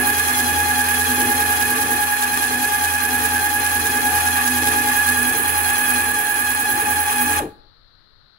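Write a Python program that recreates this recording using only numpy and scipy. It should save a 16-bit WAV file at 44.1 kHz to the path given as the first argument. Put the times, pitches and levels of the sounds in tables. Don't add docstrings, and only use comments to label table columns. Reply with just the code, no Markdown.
import sys
import numpy as np
from scipy import signal
from scipy.fft import rfft, irfft, next_fast_len
from scipy.io import wavfile
from scipy.ndimage import uniform_filter1d

SR = 44100
rng = np.random.default_rng(int(sys.argv[2]) if len(sys.argv) > 2 else 0)


def file_out(sig):
    cols = np.atleast_2d(sig).T
    lim = np.clip(cols, -1, 1)
    pcm = np.round(lim * 32767).astype(np.int16)
    wavfile.write(sys.argv[1], SR, pcm)


def gain_from_decibels(decibels):
    exponent = np.asarray(decibels, float) / 20
    return 10 ** exponent


N = 369558
T = np.arange(N) / SR
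SIZE = next_fast_len(N + SR)
HZ = np.maximum(np.arange(SIZE // 2 + 1) * SR / SIZE, 1)
PINION_TEETH, WHEEL_TEETH = 10, 85

# (time [s], share of full speed [0-1], free first tone [dB])
BRAKE = [
    (7.392, 1.0, -6),
    (7.402, .76, -12),
    (7.414, .64, -5),
    (7.438, .46, 1),
    (7.46, .3, -3),
    (7.5, .05, -22),
]


def columns(table, at):
    first, *rest = np.transpose(table)
    return [np.interp(at, first, c) for c in rest]


def swing(level_db):
    return gain_from_decibels(level_db - np.mean(level_db[T < BRAKE[0][0]]))


def walk(rate_hz):
    k = int(SR / rate_hz)
    steps = np.repeat(rng.standard_normal(N // k + 1), k)
    return 1.365 * uniform_filter1d(uniform_filter1d(steps, k), k)[:N]


def colour(x, gain):
    return irfft(rfft(x, SIZE) * gain, SIZE)[..., :N]


def density(table):
    rows = np.array(table, float)
    rows[:, 0] = np.log(rows[:, 0])
    return gain_from_decibels(np.array(columns(rows, np.log(HZ)))) * np.sqrt(SR / 2)


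def pair(x, alike_hz, least):
    least = np.clip(least, 0, 1)
    alike = least + (1 - least) / (1 + (HZ / alike_hz) ** 2)
    return np.sqrt(alike) * rfft(x[0], SIZE) + np.sqrt(1 - alike) * rfft(x[1:], SIZE)


def humps(table):
    return [(1 / (1 + (2 * (HZ - hz) / width_hz) ** 2) ** 1.73, np.array([[left_db], [right_db]]))
            for hz, width_hz, left_db, right_db in table]


def bumps(rows):
    return sum(db * np.exp(-(2 * (T - s) / length_s) ** 2) for s, length_s, db in rows)


def nearness():
    # (time [s], nearness [0-1])
    approach = [
        (4.9, 0.14),
        (5.3, 1),
        (5.7, 1.0),
        (6.9, 1),
        (7.2, 1),
    ]
    return columns(approach, T)[0]


def wheel(part, turn):
    unevenness = {"tone 1": [(1, 5.5, 0.79), (2, 1.6, .0)], "tone 2": [(1, 4, 1.03), (3, 1.2, .28),
                  (4, 0.5, .03)], "tone 3": [(1, -0.4, 0.6), (2, 2.2, 0.27), (3, 1.4, .27)],
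                  "high tones": [(1, 3.5, 0.53), (2, .5, 0.5)], "hurry 1": [(2, 2.0, 0.7), (3, 3.5, 0.08),
                  (4, 4.5, 0)], "hurry": [(1, 10, .19), (2, 3.5, .3), (4, 2.5, .08)],
                  "bright": [(1, 1.0, 0.89), (2, 1.7, 0.4)], "scrape": [(1, -1.2, 1), (2, 1.4, 0.22),
                  (3, 1, .0), (4, 1.5, 0)], "top": [(1, 2.5, .82), (2, 1.0, .31), (4, 1.3, .24)]}
    return sum(size * np.cos(2 * np.pi * round(waves) * (turn - crest))
               for waves, size, crest in unevenness[part])


def follow(part):
    # (time [s], scrape level [dB])
    load = [(0, -26), (.7, -25.5), (1.5, -25.0), (1.75, -26), (2.4, -27.0), (3.85, -26.5), (4.15, -25.5),
            (5.1, -25), (5.95, -25), (6.15, -27), (6.8, -26.5), (7.1, -26), (7.4, -24.5)]
    follows = {"tone 1": (0.8, 2, 2.04, -2), "tone 2": (0.74, 0.32, 1.55, 0.17),
               "tone 3": (.6, 0.53, 1.55, 0), "high tones": (0.89, 0.28, 1.7, 0), "third": (3, 3, 0.4, -4),
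               "rattle": (1.2, 3.2, 0.5, -2), "middle": (0.97, 0.28, 1.5, 0), "bright": (1, 0.6, 8, -5.5),
               "scrape": (1.01, .1, 1.5, 0), "sideband": (0, 0, 0, 0)}
    spots = {"tone 1": [(5.35, 0.44, -3.5), (5.8, .4, 1), (6.4, 0.53, -2.5), (7.25, 0.98, 3)],
             "tone 2": [(5.08, 0.41, 4.5), (5.55, 0.23, -2.5), (6.3, 0.99, 3), (7.2, 0.7, -2)],
             "tone 3": [(5.4, .25, -4), (5.95, .15, 5), (6.25, 0.39, -7), (7.2, .3, 4)],
             "high tones": [(.4, .8, 3.5)], "sideband": [(5.85, 0.53, -14)], "third": [(.15, 0.55, 2.5),
             (3.3, 0.18, 5), (5.3, 0.14, 4)], "rattle": [(.08, .3, 7)], "bright": [(5.45, 0.54, -1.5)]}
    screw_hz = 1.439
    share, screw_db, crest_s, near_db = follows[part]
    screw = np.cos(2 * np.pi * screw_hz * (T - crest_s))
    level_db = share * columns(load, T)[0] + screw_db * screw + near_db * nearness()
    return swing(level_db + bumps(spots.get(part, [])))


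def floor():
    # (frequency [Hz], left [dB per Hz], right [dB per Hz])
    hiss = [(25, -74, -87.5), (60, -83.5, -82.5), (110, -80, -86), (200, -97.5, -90), (500, -93, -100.1),
            (900, -95.5, -103.7), (1300, -86.5, -105.4), (1750, -90.5, -106.9), (2500, -104.9, -113.4),
            (3200, -97, -112.7), (4200, -81, -112.6), (5200, -102.7, -121.9), (7000, -128.6, -130.3),
            (15500, -121.1, -122.1)]
    # (time [s], length [s], rumble rise [dB])
    hand = [(.3, 1.6, 8.5), (1.4, .6, 2.5), (2.8, .3, 4), (4.3, .4, 5), (5.0, .6, 17), (5.45, 0.34, 13),
            (5.75, .4, 15), (6.6, .3, 15), (7.2, .4, 5.5), (7.65, 0.53, 13.5), (8.1, .6, 8)]
    # (time [s], peak level [dB])
    tick = [(8.347, -55)]
    rest_db = -8
    noise = rng.standard_normal((3, N))
    lumps = gain_from_decibels(rest_db + bumps(hand) + 2.0 * walk(18))
    bass = 1 / (1 + (HZ / 150) ** 4)
    rumble = np.sqrt(bass) * pair(noise * lumps, 14, .05)
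    ports = rumble + np.sqrt(1 - bass) * rfft(rng.standard_normal((2, N)), SIZE)
    out = irfft(ports * density(hiss), SIZE)[:, :N]
    for s, db in tick:
        age_s = np.maximum(T - s, 0)
        ping = (T > s) * np.exp(-age_s / 0.0018) * np.sin(2 * np.pi * 1500 * age_s)
        out = out + gain_from_decibels(db) * ping * np.array([[1.5], [.4]])
    return out


def room(x):
    # (frequency [Hz], decay time T60 [s])
    decay = [(400, 0.48), (900, 0.55), (2600, 0.3), (9000, 0.25), (14000, 0.28)]
    tail_db = -15
    t, tail = T[:SR // 2], 0
    grains = rng.standard_normal((3, SR // 2))
    centres = np.log([hz for hz, _ in decay])
    for k, (_, t60_s) in enumerate(decay):
        fade = np.exp(-np.log(1000) * t / t60_s) * np.clip((t - .003) / 0.011, 0, 1)
        share = np.interp(np.log(HZ), centres, np.eye(len(centres))[k])
        tail = tail + share * pair(grains * fade / np.sqrt(np.sum(fade ** 2)), 570, 0.033)
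    return colour(x, 1 + gain_from_decibels(tail_db) * tail)


def clatter(teeth, speed):
    # (frequency [Hz], left [dB per Hz], right [dB per Hz])
    base = [(30, -77.5, -90), (60, -70, -67.5), (175.8, -72.5, -73.5), (347, -61, -63.5), (636, -72, -73),
            (930, -64.5, -73.5), (2080, -69.5, -67.5), (3120, -64.5, -66.5), (4600, -70.5, -83),
            (7130, -68, -87), (8750, -67.5, -68.5), (11800, -84.5, -65), (14000, -76.5, -67),
            (15550, -77, -60.5)]
    # (frequency [Hz], width [Hz], left [dB], right [dB])
    housing = [(116, 25, 8, 4), (258, 35, 8.5, 11), (294.7, 16, 6.5, 9), (444.5, 21, 10.5, 5),
               (803, 126, 14, -1.5), (1180, 100, 15.5, 16), (1348, 150, 5.5, 11), (1661, 180, 14, 16.5),
               (1839, 62, 6, 13), (2447, 206, -10, 10), (10440, 730, 4, 10.5), (11100, 920, 12, 11),
               (12800, 550, 3, 4)]
    # (frequency [Hz], width [Hz], left [dB], right [dB])
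    near_change = [(8180, 1700, 5.5, 5), (10240, 960, 3.5, 5), (11200, 580, 2, -4), (12100, 500, 6, -4.5),
                   (15400, 550, 2, 3.5), (6560, 520, -1, 18)]
    # (place [turn 0-2], level [dB])
    knocks = [
        (1.82, 3.3),
        (1.931, 4.7),
    ]
    knock_turns = 0.019
    turn = teeth / WHEEL_TEETH
    bright_db, scrape_db, top_db = (wheel(part, turn) for part in ("bright", "scrape", "top"))
    bright_db = bright_db + sum(db * np.exp(-((turn % 2 - place) / knock_turns) ** 2) for place, db in knocks)
    blow = rng.standard_normal(N // 40)[teeth.astype(int)]
    bursts = 1 + 0.32 * np.cos(2 * np.pi * teeth) + 0.15 * np.cos(2 * np.pi * teeth / PINION_TEETH)
    rattle, middle, bright, scrape = map(follow, ("rattle", "middle", "bright", "scrape"))
    layers = [rattle * gain_from_decibels(1.6 * walk(9) + 32 * speed * (1 - speed)) * speed ** 0.56,
              middle * gain_from_decibels(0.77 * walk(20) + 1.6 * blow) * speed ** 2.0,
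              bright * gain_from_decibels(1.2 * bright_db + 0.87 * walk(22) + 1.68 * blow) * speed ** 2.7,
              scrape * gain_from_decibels(0.96 * scrape_db + .8 * walk(25) + 1.1 * blow) * bursts * speed ** 6.4,
              scrape * gain_from_decibels(1.25 * top_db + 1.1 * walk(25) + 1.3 * blow) * bursts * speed ** 5.5]
    above = [1] + [1 / (1 + (hz / HZ) ** 8) for hz in (600, 3600, 9000, 12000)] + [0]
    ports = 0
    for k, gate in enumerate(layers):
        band = np.sqrt(np.abs(above[k] - above[k + 1]))
        ports = ports + band * pair(gate * rng.standard_normal((3, N)), 1500, .5)
    ports = ports * density(base) * np.sqrt(1 + sum(gain_from_decibels(db) ** 2 * shape for shape, db in humps(housing)))
    near_gain = gain_from_decibels(sum(db * shape for shape, db in humps(near_change)))
    far, close = (irfft(ports * gain, SIZE)[:, :N] for gain in (1, near_gain))
    return far + nearness() * (close - far)


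def tone(multiple, turns, left_db, right_db, gain, drift_rad, rate_hz=25):
    phase = 2 * np.pi * multiple * turns + drift_rad * walk(rate_hz)
    apart = drift_rad * 0.85 * walk(rate_hz / 2)
    level = np.sqrt(2) * gain * gain_from_decibels(np.array([[left_db], [right_db]]))
    return level * np.sin(phase + np.array([apart, -apart]))


def shaft(teeth, speed):
    # (time [s], level [dB])
    bench = [(0, -39.5), (.7, -34.5), (1.3, -36.5), (2.0, -42), (2.6, -44.5), (3.0, -36.5), (3.6, -38.5),
             (4.4, -36), (5.1, -38.5), (5.8, -39.5), (6.4, -46.5), (7.0, -41), (7.4, -38)]
    # (multiple of shaft rate, left [dB], right [dB])
    lines = [(1, -40.5, -36.5), (2.004, -58, -53.5), (3, -40.5, -40), (4.976, -42.5, -47.5),
             (8.995, -37.5, -58), (11, -51.5, -53.5), (11.7, -51.5, -51), (16.82, -46.5, -46),
             (19.17, -40.5, -41), (21.88, -65, -42.5), (24.8, -59.5, -42)]
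    rock_hz, rock_crest_s, rock_far, rock_near = 2.2, 6.5, .2, .55
    near = nearness()
    runout = gain_from_decibels(-4.0 * near)
    rock_share = rock_far + (rock_near - rock_far) * near
    rock = 1 + rock_share * np.exp(2j * np.pi * rock_hz * (T - rock_crest_s))
    hum = swing(columns(bench, T)[0]) * np.abs(rock)
    third = follow("third") * gain_from_decibels(1.5 + .8 * walk(6))
    out = 0
    for multiple, left_db, right_db in lines:
        unrest = .15 if multiple == 1 else 1
        gain = {1: hum, 3: third}.get(multiple, runout) * gain_from_decibels(unrest * 3.5 * walk(14))
        drift_rad = unrest * (0.25 + 0.039 * multiple)
        out = out + tone(round(multiple), teeth / PINION_TEETH, left_db, right_db, gain * speed ** 1.6, drift_rad)
    return out


def mesh(teeth, speed):
    # (multiple of shaft rate, left [dB], right [dB])
    harmonics = [(10.02, -33, -35), (19.96, -29.5, -24), (30.1, -36, -44.5), (39.98, -38.5, -47),
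                 (49.6, -39.5, -51), (60.86, -44.5, -50), (69.46, -42, -51), (77.95, -44, -44.5),
                 (91.6, -57.5, -49)]
    ring_hz, ring_width_hz = 834, 19
    sideband_db, sideband_turn = -3, .52
    near, turn, out = nearness(), teeth / WHEEL_TEETH, 0
    first = np.cumsum(wheel("hurry 1", turn + 0.18) * speed) / SR
    rest = np.cumsum(wheel("hurry", turn) * speed) / SR
    swell = [follow("tone 1") * gain_from_decibels(3.4) * (1 + .1 * (1 - .8 * near) * wheel("tone 1", turn + .08)),
             follow("tone 2") * gain_from_decibels(1.35 * (1 - .85 * near) * wheel("tone 2", turn)),
             follow("tone 3") * gain_from_decibels(1.4 * wheel("tone 3", turn)),
             follow("high tones") * gain_from_decibels(1.1 * wheel("high tones", turn))]
    for k, (_, left_db, right_db) in enumerate(harmonics):
        lead = (1.4 if k < 2 else .8) * rest if k else .9 * first
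        gain = swell[min(k, 3)] * gain_from_decibels(min(.5 + .3 * k ** 2, 2.2) * walk(60 + 10 * k))
        drift_rad = min(.08 + .14 * k ** 2, 1.1)
        sound = tone((k + 1) * PINION_TEETH, (teeth + lead) / PINION_TEETH, left_db, right_db,
                     gain * speed ** (3.5 * k), drift_rad, 25 + 7 * k ** 2)
        if k == 0:
            beat = teeth + lead + turn - sideband_turn
            beat_gain = gain * near * follow("sideband") * gain_from_decibels(sideband_db)
            sound = sound + tone(1, beat, left_db, right_db, beat_gain, .1)
            ring = colour(sound, 1 / (1 + 2j * (HZ - ring_hz) / ring_width_hz))
            free_db = -9 + columns(BRAKE, T)[1] + (3.5 + 5 * (1 - speed)) * walk(150)
            sound = gain_from_decibels(2.5) * ring + gain_from_decibels(free_db) * sound
        out = out + sound
    return out


def scene():
    # (frequency [Hz], phase of left against right [rad])
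    left_phase = [(0, 0), (250, .25), (800, -.85), (1170, -2.8), (1677, -5.5), (2500, -6.7), (16000, -43)]
    mesh_hz, mesh_gain_hz_per_s = 832.9, .25
    speed = columns(BRAKE, T)[0] * (T < BRAKE[-1][0])
    teeth = np.cumsum(speed * (mesh_hz + mesh_gain_hz_per_s * T)) / SR
    machine = mesh(teeth, speed) + shaft(teeth, speed) + clatter(teeth, speed)
    machine = colour(machine, np.exp(1j * np.array([columns(left_phase, HZ)[0], 0 * HZ])))
    return room(machine) + floor()


def roll_off(x):
    return signal.sosfilt(signal.butter(12, 16580, fs=SR, output="sos"), x)


def record(dry):
    top_hz, slope_hz = 15770, 25
    top = (1 - np.tanh((HZ - top_hz) / slope_hz)) / 2
    mix = colour(dry, top)
    return roll_off(mix)


dry = scene()
out = record(dry)
file_out(out)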